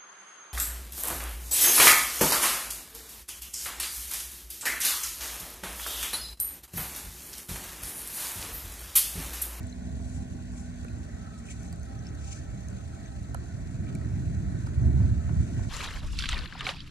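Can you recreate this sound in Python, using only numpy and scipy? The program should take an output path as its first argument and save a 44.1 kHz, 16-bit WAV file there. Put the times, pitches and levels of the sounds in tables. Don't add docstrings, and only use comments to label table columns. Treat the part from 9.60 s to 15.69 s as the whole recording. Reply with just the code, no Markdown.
import sys
import numpy as np
from scipy import signal
from scipy.fft import rfft, irfft, next_fast_len
from scipy.io import wavfile
from scipy.ndimage import uniform_filter1d, map_coordinates

SR = 44100
rng = np.random.default_rng(int(sys.argv[2]) if len(sys.argv) > 2 else 0)


def to_wav(sig):
    pcm = np.clip(np.atleast_2d(sig), -1, 1) * 32767
    pcm = np.round(pcm).astype(np.int16)
    wavfile.write(sys.argv[1], SR, pcm.T)


def amplitude_ratio(level_db):
    exponent = np.asarray(level_db, float) / 20
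    return 10 ** exponent


N = 268683


def unit(x):
    return x / np.sqrt(np.mean(x ** 2) + 1e-20)


def along(points, hz):
    f, v = np.transpose(points)
    return np.interp(np.log(hz + 1), np.log(f + 1), v)


def wobble(rate):
    return map_coordinates(rng.standard_normal(800), [np.arange(N) * min(rate, 120) / SR])


def filtered(x, response):
    m = next_fast_len(N + 8192)
    return irfft(rfft(x, m) * response(np.fft.rfftfreq(m, 1 / SR)), m)[..., :N]


# (frequency [Hz], common share [0-1])
ALIKE = [(60, .97), (350, .92), (540, .74), (700, .85), (900, .6), (1500, .9), (1700, .65), (2400, .88),
         (2650, .55), (2900, .85), (3250, .7), (3600, .33), (11500, .3), (13000, .95)]


def rush(spectrum, patchy_db):
    z = signal.stft(rng.standard_normal((2, N)), nperseg=512)[2]
    field = uniform_filter1d(rng.standard_normal(z.shape[1:]), size=5, axis=0)
    field = uniform_filter1d(field, size=12, axis=1)
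    pair = signal.istft(z * amplitude_ratio(patchy_db * unit(field)), nperseg=512)[1][:, :N]

    def split(hz):
        angle = np.arccos(np.clip(along(ALIKE, hz), 0, 1)) / 2
        return amplitude_ratio(along(spectrum, hz)) * [np.cos(angle), np.sin(angle)]

    common, diffuse = filtered(pair, split)
    return unit(np.array([common + diffuse, common - diffuse]))


# (time [s], level [dB])
CAR = [(0, -33.5), (.4, -38.5), (1.5, -39.5), (2.4, -38), (3.1, -37.5), (3.8, -37), (4.3, -33),
       (4.7, -29.5), (5.1, -29.5), (5.4, -22), (5.8, -24.5), (6.09, -27.5)]


def nearness():
    far_db = -39
    s, level_db = np.transpose(CAR)
    return np.interp(np.arange(N) / SR, s, level_db) - far_db


# (frequency [Hz], density [dB per Hz])
BOOM = [(35, -120), (52, -37), (66, 3.2), (80, -1), (100, -0.5), (125, -2.5), (165, -13), (230, -24.5),
        (400, -120)]
# (frequency [Hz], density [dB per Hz])
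GROWL = [(60, -120), (110, -29), (165, 1), (250, -6), (340, -11.5), (430, -24), (540, -33), (900, -120)]
# (frequency [Hz], density [dB per Hz])
GROUND = [(18, -64), (30, -35), (40, -24), (52, -12.5), (62, -12.5), (80, -10.5), (120, -120)]
# (frequency [Hz], density [dB per Hz])
WHINE = [(900, -120), (1150, -33), (1270, 12), (1330, 10.5), (1700, -120)]
# (time [s], half length [s], boom change
# [dB], growl change [dB])
JOLTS = [(0.143, 0.065, -12.5, -4.5), (0.28, .05, -3.5, 4.5), (.58, 0.024, 4, 3), (1.31, 0.044, 0.5, 3),
         (1.785, 0.043, -4, -0.5), (2.01, 0.033, 3, .1), (2.883, 0.033, 2, -1.5), (3.03, 0.01, 0, 1),
         (3.774, 0.022, 4, 0.6), (4.346, 0.024, 4.5, 5), (4.563, 0.12, 2.5, 0.5), (4.73, 0.03, 2.5, -1.5),
         (4.966, 0.025, 5.5, 3), (5.148, 0.02, -3.5, 0.5), (5.186, 0.015, 7.5, -4), (5.23, 0.028, 3, 0.5),
         (5.26, 0.041, 1.8, 3), (5.5, 0.024, 0, 0.5), (5.631, 0.033, -10, -8), (5.673, 0.009, 8, -11),
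         (5.802, .04, 4.5, -3.5), (5.902, 0.043, -10, -0.7)]
BOOM_DB, GROWL_DB, GROUND_DB = -41, -44.5, -47
BOOM_GROWS, GROWL_GROWS, GROUND_GROWS = 1.036, 0.86, 0.47
WHINE_DB, WHINE_FROM_S, WHINE_RISE_S = -63, 0.68, 1


def car():
    near_db, t = nearness(), np.arange(N) / SR
    boom_jolt_db, growl_jolt_db = sum(
        np.outer([boom, growl], np.exp(-.5 * ((t - s) / length) ** 2)) for s, length, boom, growl in JOLTS)
    throb = wobble(18)
    boom_db = BOOM_DB + BOOM_GROWS * near_db + boom_jolt_db + 0.48 * throb
    growl_db = GROWL_DB + GROWL_GROWS * near_db + growl_jolt_db - 2.5 + 0.72 * throb
    ground_db = GROUND_DB + GROUND_GROWS * near_db + 3.5 + 0.82 * wobble(2.62)
    whine_db = WHINE_DB - 22 * np.clip(1 - (t - WHINE_FROM_S) / WHINE_RISE_S, 0, 1)
    whine_db = whine_db - 3.5 + 2.9 * wobble(3.87)
    boom = amplitude_ratio(boom_db) * rush(BOOM, patchy_db=-1.3)
    growl = amplitude_ratio(growl_db) * rush(GROWL, patchy_db=1.77)
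    ground = amplitude_ratio(ground_db) * rush(GROUND, patchy_db=2.5)
    whine = amplitude_ratio(whine_db) * rush(WHINE, patchy_db=-1.5)
    return boom + growl + ground + whine


# (frequency [Hz], density [dB per Hz])
TYRES = [(250, -120), (400, 6.5), (520, 2), (650, 4.5), (800, -6), (950, -9), (1150, -6), (1300, -16),
         (1550, -6), (1700, -11), (1900, -6.5), (2150, -15.5), (2700, -23.5), (4500, -120)]
# (frequency [Hz], density [dB per Hz])
SPRAY = [(1500, -120), (2500, -1), (3300, -2), (4100, -5), (5100, -7.5), (6400, -1.5), (7500, -3.5),
         (9000, -6), (10500, -14.5), (12000, -20), (15200, -25), (15500, -62), (16000, -120)]
ROAR_DB, SPRAY_DB = -56.5, -61.5
ROAR_GROWS, SPRAY_GROWS = 0.23, 0.1
LEAVING_DB, LEAVING_S = 1.5, 0.05


def road():
    near_db, t = nearness(), np.arange(N) / SR
    roar_db = ROAR_DB + ROAR_GROWS * near_db + LEAVING_DB * np.exp(-t / LEAVING_S)
    roar = amplitude_ratio(roar_db + 1.5 + 0.56 * wobble(7)) * rush(TYRES, patchy_db=1.5)
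    droplets = (rng.random(N) < 60 / SR) * amplitude_ratio(0.9 * rng.exponential(size=N))
    droplet_s = 0.0031
    sparkle = 1 + 0.5 * signal.lfilter([1], [1, -np.exp(-1 / (droplet_s * SR))], droplets)
    spray = filtered(sparkle * rush(SPRAY, patchy_db=1.1), lambda hz: hz < 15300)
    spray_db = SPRAY_DB + SPRAY_GROWS * near_db + .45 * wobble(6.3)
    return roar + amplitude_ratio(spray_db) * unit(spray)


# (middle time [s], length [s], level [dB], centre frequency [Hz], low hump level [dB])
SWISH = [
    (0.515, 0.069, -59, 7100, -5),
    (0.995, 0.054, -57.5, 7000, -6),
    (1.789, 0.0092, -59.5, 7400, -14),
    (1.903, 0.038, -54, 6940, 1),
    (2.034, 0.073, -62, 6940, -3),
    (2.469, 0.016, -57.5, 5100, 8),
    (2.718, 0.063, -52, 6460, -2),
    (4.292, 0.014, -59, 6430, 11),
    (5.998, 0.19, -59, 6500, 1),
]


def swishes():
    out, t = np.zeros((2, N)), np.arange(N) / SR

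    def hump(hz, centre_hz, octaves):
        return np.exp(-.5 * (np.log2((hz + 1) / centre_hz) / octaves) ** 2)

    for s, length, db, centre_hz, low_db in SWISH:
        rub = rng.standard_normal(N) + 0.47 * rng.standard_normal((2, N))
        rub = filtered(rub, lambda hz: hump(hz, centre_hz, 0.34) + amplitude_ratio(low_db) * hump(hz, 2820, 0.27))
        grain_db = 2.3 * wobble(60) + 1.08 * wobble(118)
        out += amplitude_ratio(db + grain_db) * np.exp(-.5 * ((t - s) / length) ** 2) * unit(rub)
    return out


# (time [s], peak level [dB], ring frequency [Hz], snap share [0-1], left over right [dB])
TICKS = [(0.0316, -44, 7640, 0.53, 4), (0.0687, -38, 8040, 0.24, 6), (.1264, -44, 4100, 0.16, 2),
         (1.246, -51, 6510, 1, -8), (1.8535, -51, 6240, 0.1, 6), (2.0322, -40.5, 6170, .35, 4),
         (2.1277, -37, 4820, 0.5, -6), (2.16, -54, 4040, 0.9, 1), (2.232, -41, 6400, 0.3, 1),
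         (2.355, -54, 2280, .6, 5), (2.5504, -46, 6280, 0.5, 3), (3.0853, -37.5, 6440, 0.4, 8),
         (3.632, -50.5, 6330, .75, -11), (3.7456, -37, 6500, 0.54, -19), (4.352, -42, 9100, 0.85, -19),
         (5.069, -44, 2370, 0.44, -2), (5.457, -53, 2360, .5, -3)]
# (time [s], peak level [dB], ring frequency [Hz])
DRIPS = [(0.097, -44, 6330), (.957, -57, 2270), (1.283, -43.5, 2540), (1.3853, -47, 7700),
         (1.6018, -50, 2010), (1.779, -52, 3900), (1.8868, -40, 2470), (2.0837, -47, 6330),
         (2.195, -47, 8200), (2.391, -45.5, 5850), (2.4687, -35, 5250), (2.4884, -44, 6400),
         (3.102, -43, 7900), (3.4567, -50, 2310), (3.459, -45, 6300), (4.269, -47, 2300),
         (4.354, -41, 2300), (4.414, -45, 1930), (4.448, -47, 2040), (4.749, -49, 6200),
         (5.0685, -42.5, 5050), (5.23, -51, 6330)]
# (frequency [Hz], level [dB])
SNAP = [(800, -38), (2500, -12), (9000, 10.5), (11500, 2), (14000, -7), (16500, -16), (17000, -120)]
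DRIP_SNAP, DRIP_PAN_DB = 0.054, 3.5
LOUD_DB = -41.5
RING_S, RING_RISE_S = 0.013, 0.001


def ticks():
    out, t = np.zeros((2, 2, N + SR)), np.arange(SR // 50) / SR
    lead_in = 40
    since_hit = t - t[lead_in]
    colour = amplitude_ratio(along(SNAP, np.fft.rfftfreq(len(t), 1 / SR)))
    for s, db, hz, snap, pan_db in TICKS + [(s, db, hz, DRIP_SNAP, DRIP_PAN_DB) for s, db, hz in DRIPS]:
        snap = np.clip(snap, 0, 1)
        sides = amplitude_ratio(db + np.array([[.3], [-.3]]) * pan_db)
        burst = 2.5 * (since_hit == 0) + .5 * rng.standard_normal(len(t))
        burst = burst * (since_hit >= 0) * amplitude_ratio(-60 * since_hit / .003)
        crack = irfft(rfft(burst) * colour)
        fade = amplitude_ratio(-60 * t / (RING_S * (1 - 0.76 * snap)))
        rise = 1 - np.exp(-t / (RING_RISE_S * (1.05 - snap)))
        ring = np.roll(np.sin(2 * np.pi * hz * t) * fade * rise, shift=lead_in)
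        sound = sides * (snap * 1.4 * crack + (1 - snap) * 1.5 * ring)
        reaches_top = int(db > LOUD_DB and pan_db < 0)
        out[reaches_top, :, round(s * SR) - lead_in:][:, :len(t)] += sound
    plain, topped = out[..., :N]
    return filtered(plain, lambda hz: hz < 15000) + filtered(topped, lambda hz: hz < 16600)


# (time [s], peak level [dB], low frequency [Hz], high frequency [Hz], left over right [dB])
KNOCKS = [(0.398, -41, 403, 880, -12), (0.93, -39, 390, 770, -3), (1.246, -34, 457, 1450, -4),
          (2.128, -39, 755, 945, -9.5), (3.746, -20, 750, 1350, -1.5), (3.7475, -37, 540, 1090, -14),
          (4.299, -40, 514, 1300, -8), (5.071, -29.5, 900, 1220, -6), (5.402, -32, 845, 1520, -1),
          (5.439, -39, 790, 996, -1), (5.456, -47, 1000, 1220, -12), (5.693, -28, 780, 1490, 3),
          (5.994, -31, 750, 860, -3), (6.049, -35, 1500, 1900, -7)]
DEEP_KNOCK_HZ = 520
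DEEP_LATE_MS, HIGH_LATE_MS = 0.98, 0.13
KNOCK_CYCLES, KNOCK_RISE_S = 10, .0018


def knocks():
    out, t = np.zeros((2, N + SR)), np.arange(SR // 10) / SR
    for s, db, low_hz, high_hz, pan_db in KNOCKS:
        late_ms = DEEP_LATE_MS if low_hz < DEEP_KNOCK_HZ else HIGH_LATE_MS
        modes = np.sin(2 * np.pi * low_hz * t) + amplitude_ratio(-9.5) * np.sin(2 * np.pi * high_hz * t)
        band = signal.butter(2, [.8 * low_hz, 1.2 * high_hz], "band", fs=SR)
        thud = unit(signal.lfilter(*band, rng.standard_normal(len(t))))
        fade = amplitude_ratio(db + 3 - 60 * t * low_hz / KNOCK_CYCLES) * (1 - np.exp(-t / KNOCK_RISE_S))
        blow = fade * (modes + .3 * thud)
        out[0, round((s + late_ms / 1000) * SR):][:len(t)] += amplitude_ratio(pan_db / 2) * blow
        out[1, round(s * SR):][:len(t)] += amplitude_ratio(-pan_db / 2) * blow
    return out[:, :N]


# (multiple of its turning rate [-], level [dB])
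FAR_ORDERS = [
    (3, -0.5),
    (4, 2),
]
FAR_HZ, FAR_SAG_HZ_PER_S2 = 62.34, 1.2
FAR_DB, FAR_HOLD_S, FAR_FADE_DB_PER_S = -48, 1.21, 13


def far_engine():
    t = np.arange(N) / SR
    far_db = FAR_DB - FAR_FADE_DB_PER_S * np.maximum(t - FAR_HOLD_S, 0)
    turning_hz = FAR_HZ - FAR_SAG_HZ_PER_S2 * np.minimum(t, 2.5) ** 2 + 0.31 * wobble(4.91)
    phase = 2 * np.pi * np.cumsum(turning_hz) / SR
    return sum(amplitude_ratio(far_db + db + 2.0 + .6 * wobble(7.14)) * np.sin(k * phase) for k, db in FAR_ORDERS)


LAMP_HZ, LAMP_DB, LAMP_FLICKER_DB = 791.3, -63.5, 5
LAMP_SWELL_DB, LAMP_SWELL_S, LAMP_SWELL_HALF_S = 4, 2.38, 0.93


def street_lamp():
    t = np.arange(N) / SR
    swell_db = LAMP_SWELL_DB * np.exp(-((t - LAMP_SWELL_S) / LAMP_SWELL_HALF_S) ** 4)
    phase = 2 * np.pi * np.cumsum(LAMP_HZ + 4.4 * wobble(25)) / SR
    return amplitude_ratio(LAMP_DB + swell_db + LAMP_FLICKER_DB * wobble(13)) * np.sin(phase)


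# (delay [s], level [dB])
KERB = [
    (.0007, -8),
    (.0016, -15),
]
# (frequency [Hz], added phase [radians])
LEAD_HIGH = [(3400, 0), (3900, 3.7), (4600, 3.7), (8000, 29), (8600, 26.5), (11000, 29.3), (12500, 28),
             (13000, 25), (14100, 25), (14600, 28.3)]


def scene():
    near = ticks() + knocks()
    near = near + filtered(near, lambda hz: sum(amplitude_ratio(db) * np.exp(-2j * np.pi * hz * s) for s, db in KERB))

    def port_phases(hz):
        treble = np.maximum(along(LEAD_HIGH, hz) - 3.7, 0)
        low_mids = 1.9 * np.exp(-(np.log((hz + 1) / 590) / .28) ** 2)
        return np.exp(1j * np.outer([0, 1], treble - low_mids))

    near = filtered(near, port_phases)
    return car() + road() + swishes() + near + far_engine() + street_lamp()


# (frequency [Hz], threshold against the typical level [dB])
SQUELCH = [(500, -31), (1200, -12), (2000, -7.5), (3000, -9), (4200, -5), (6300, -28), (9000, -15),
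           (11000, -3.5), (13000, -19)]


def squelch(ports):
    pair = np.array([ports[0] + ports[1], ports[0] - ports[1]]) / 2
    hz, _, z = signal.stft(pair, SR, nperseg=1024)
    level = np.log(uniform_filter1d(np.abs(z) ** 2, size=3, axis=1) + 1e-20)
    typical = uniform_filter1d(uniform_filter1d(level, size=11, axis=1), size=41, axis=2)
    ratio = np.exp(2 * np.clip(level - typical, -20, 20)) / amplitude_ratio(4 * along(SQUELCH, hz))[:, None]
    mid, side = signal.istft(z * ratio / (1 + ratio), SR, nperseg=1024)[1][:, :N]
    return np.array([mid + side, mid - side])


def top_cut(x):
    return signal.sosfilt(signal.butter(12, 16670, fs=SR, output="sos"), x)


# (frequency [Hz], width [Hz], level [dB])
CASE = [(1380, 12, 8), (1466, 78, 5.5), (1783, 410, 4.5), (2280, 140, 10.5), (2300, 29, -6), (4074, 103, 9),
        (4570, 360, 6), (5480, 21, 10.5), (6330, 140, 3.5), (6400, 130, 3.5), (7400, 510, 4)]
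# (frequency [Hz], left over right [dB])
TILT = [(50, -3), (130, -3.5), (260, 0), (1500, -1), (2200, 0), (4500, 1.5), (5100, 2.5), (6500, 7.5),
        (8100, 3.5), (9700, -5.5), (10800, -10), (12500, -1.5)]
# (frequency [Hz], phase [radians])
LEAD = [(40, -1), (170, -.75), (260, 0), (516, 3), (690, 5.9), (800, 8.4), (960, 7.7), (1150, 8.9),
        (1300, 11.3), (1480, 12.3), (1680, 11.3), (2500, 11.9), (2750, 9.5), (3400, 9.5)]


def record(dry):
    def port_response(hz):
        case_db = sum(db / (1 + (2 * (hz - c) / width) ** 2) for c, width, db in CASE)
        tilt_db = np.array([[.5], [-.5]]) * along(TILT, hz)
        lag = np.array([[0], [-1j]]) * (along(LEAD, hz) + along(LEAD_HIGH, hz))
        return amplitude_ratio(case_db + tilt_db) * np.exp(lag)

    soft_ends = signal.windows.tukey(N, .006 * SR / N)
    ports = filtered(dry * soft_ends, port_response)
    mix = squelch(ports) * soft_ends
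    return top_cut(mix)


dry = scene()
out = record(dry)
to_wav(out)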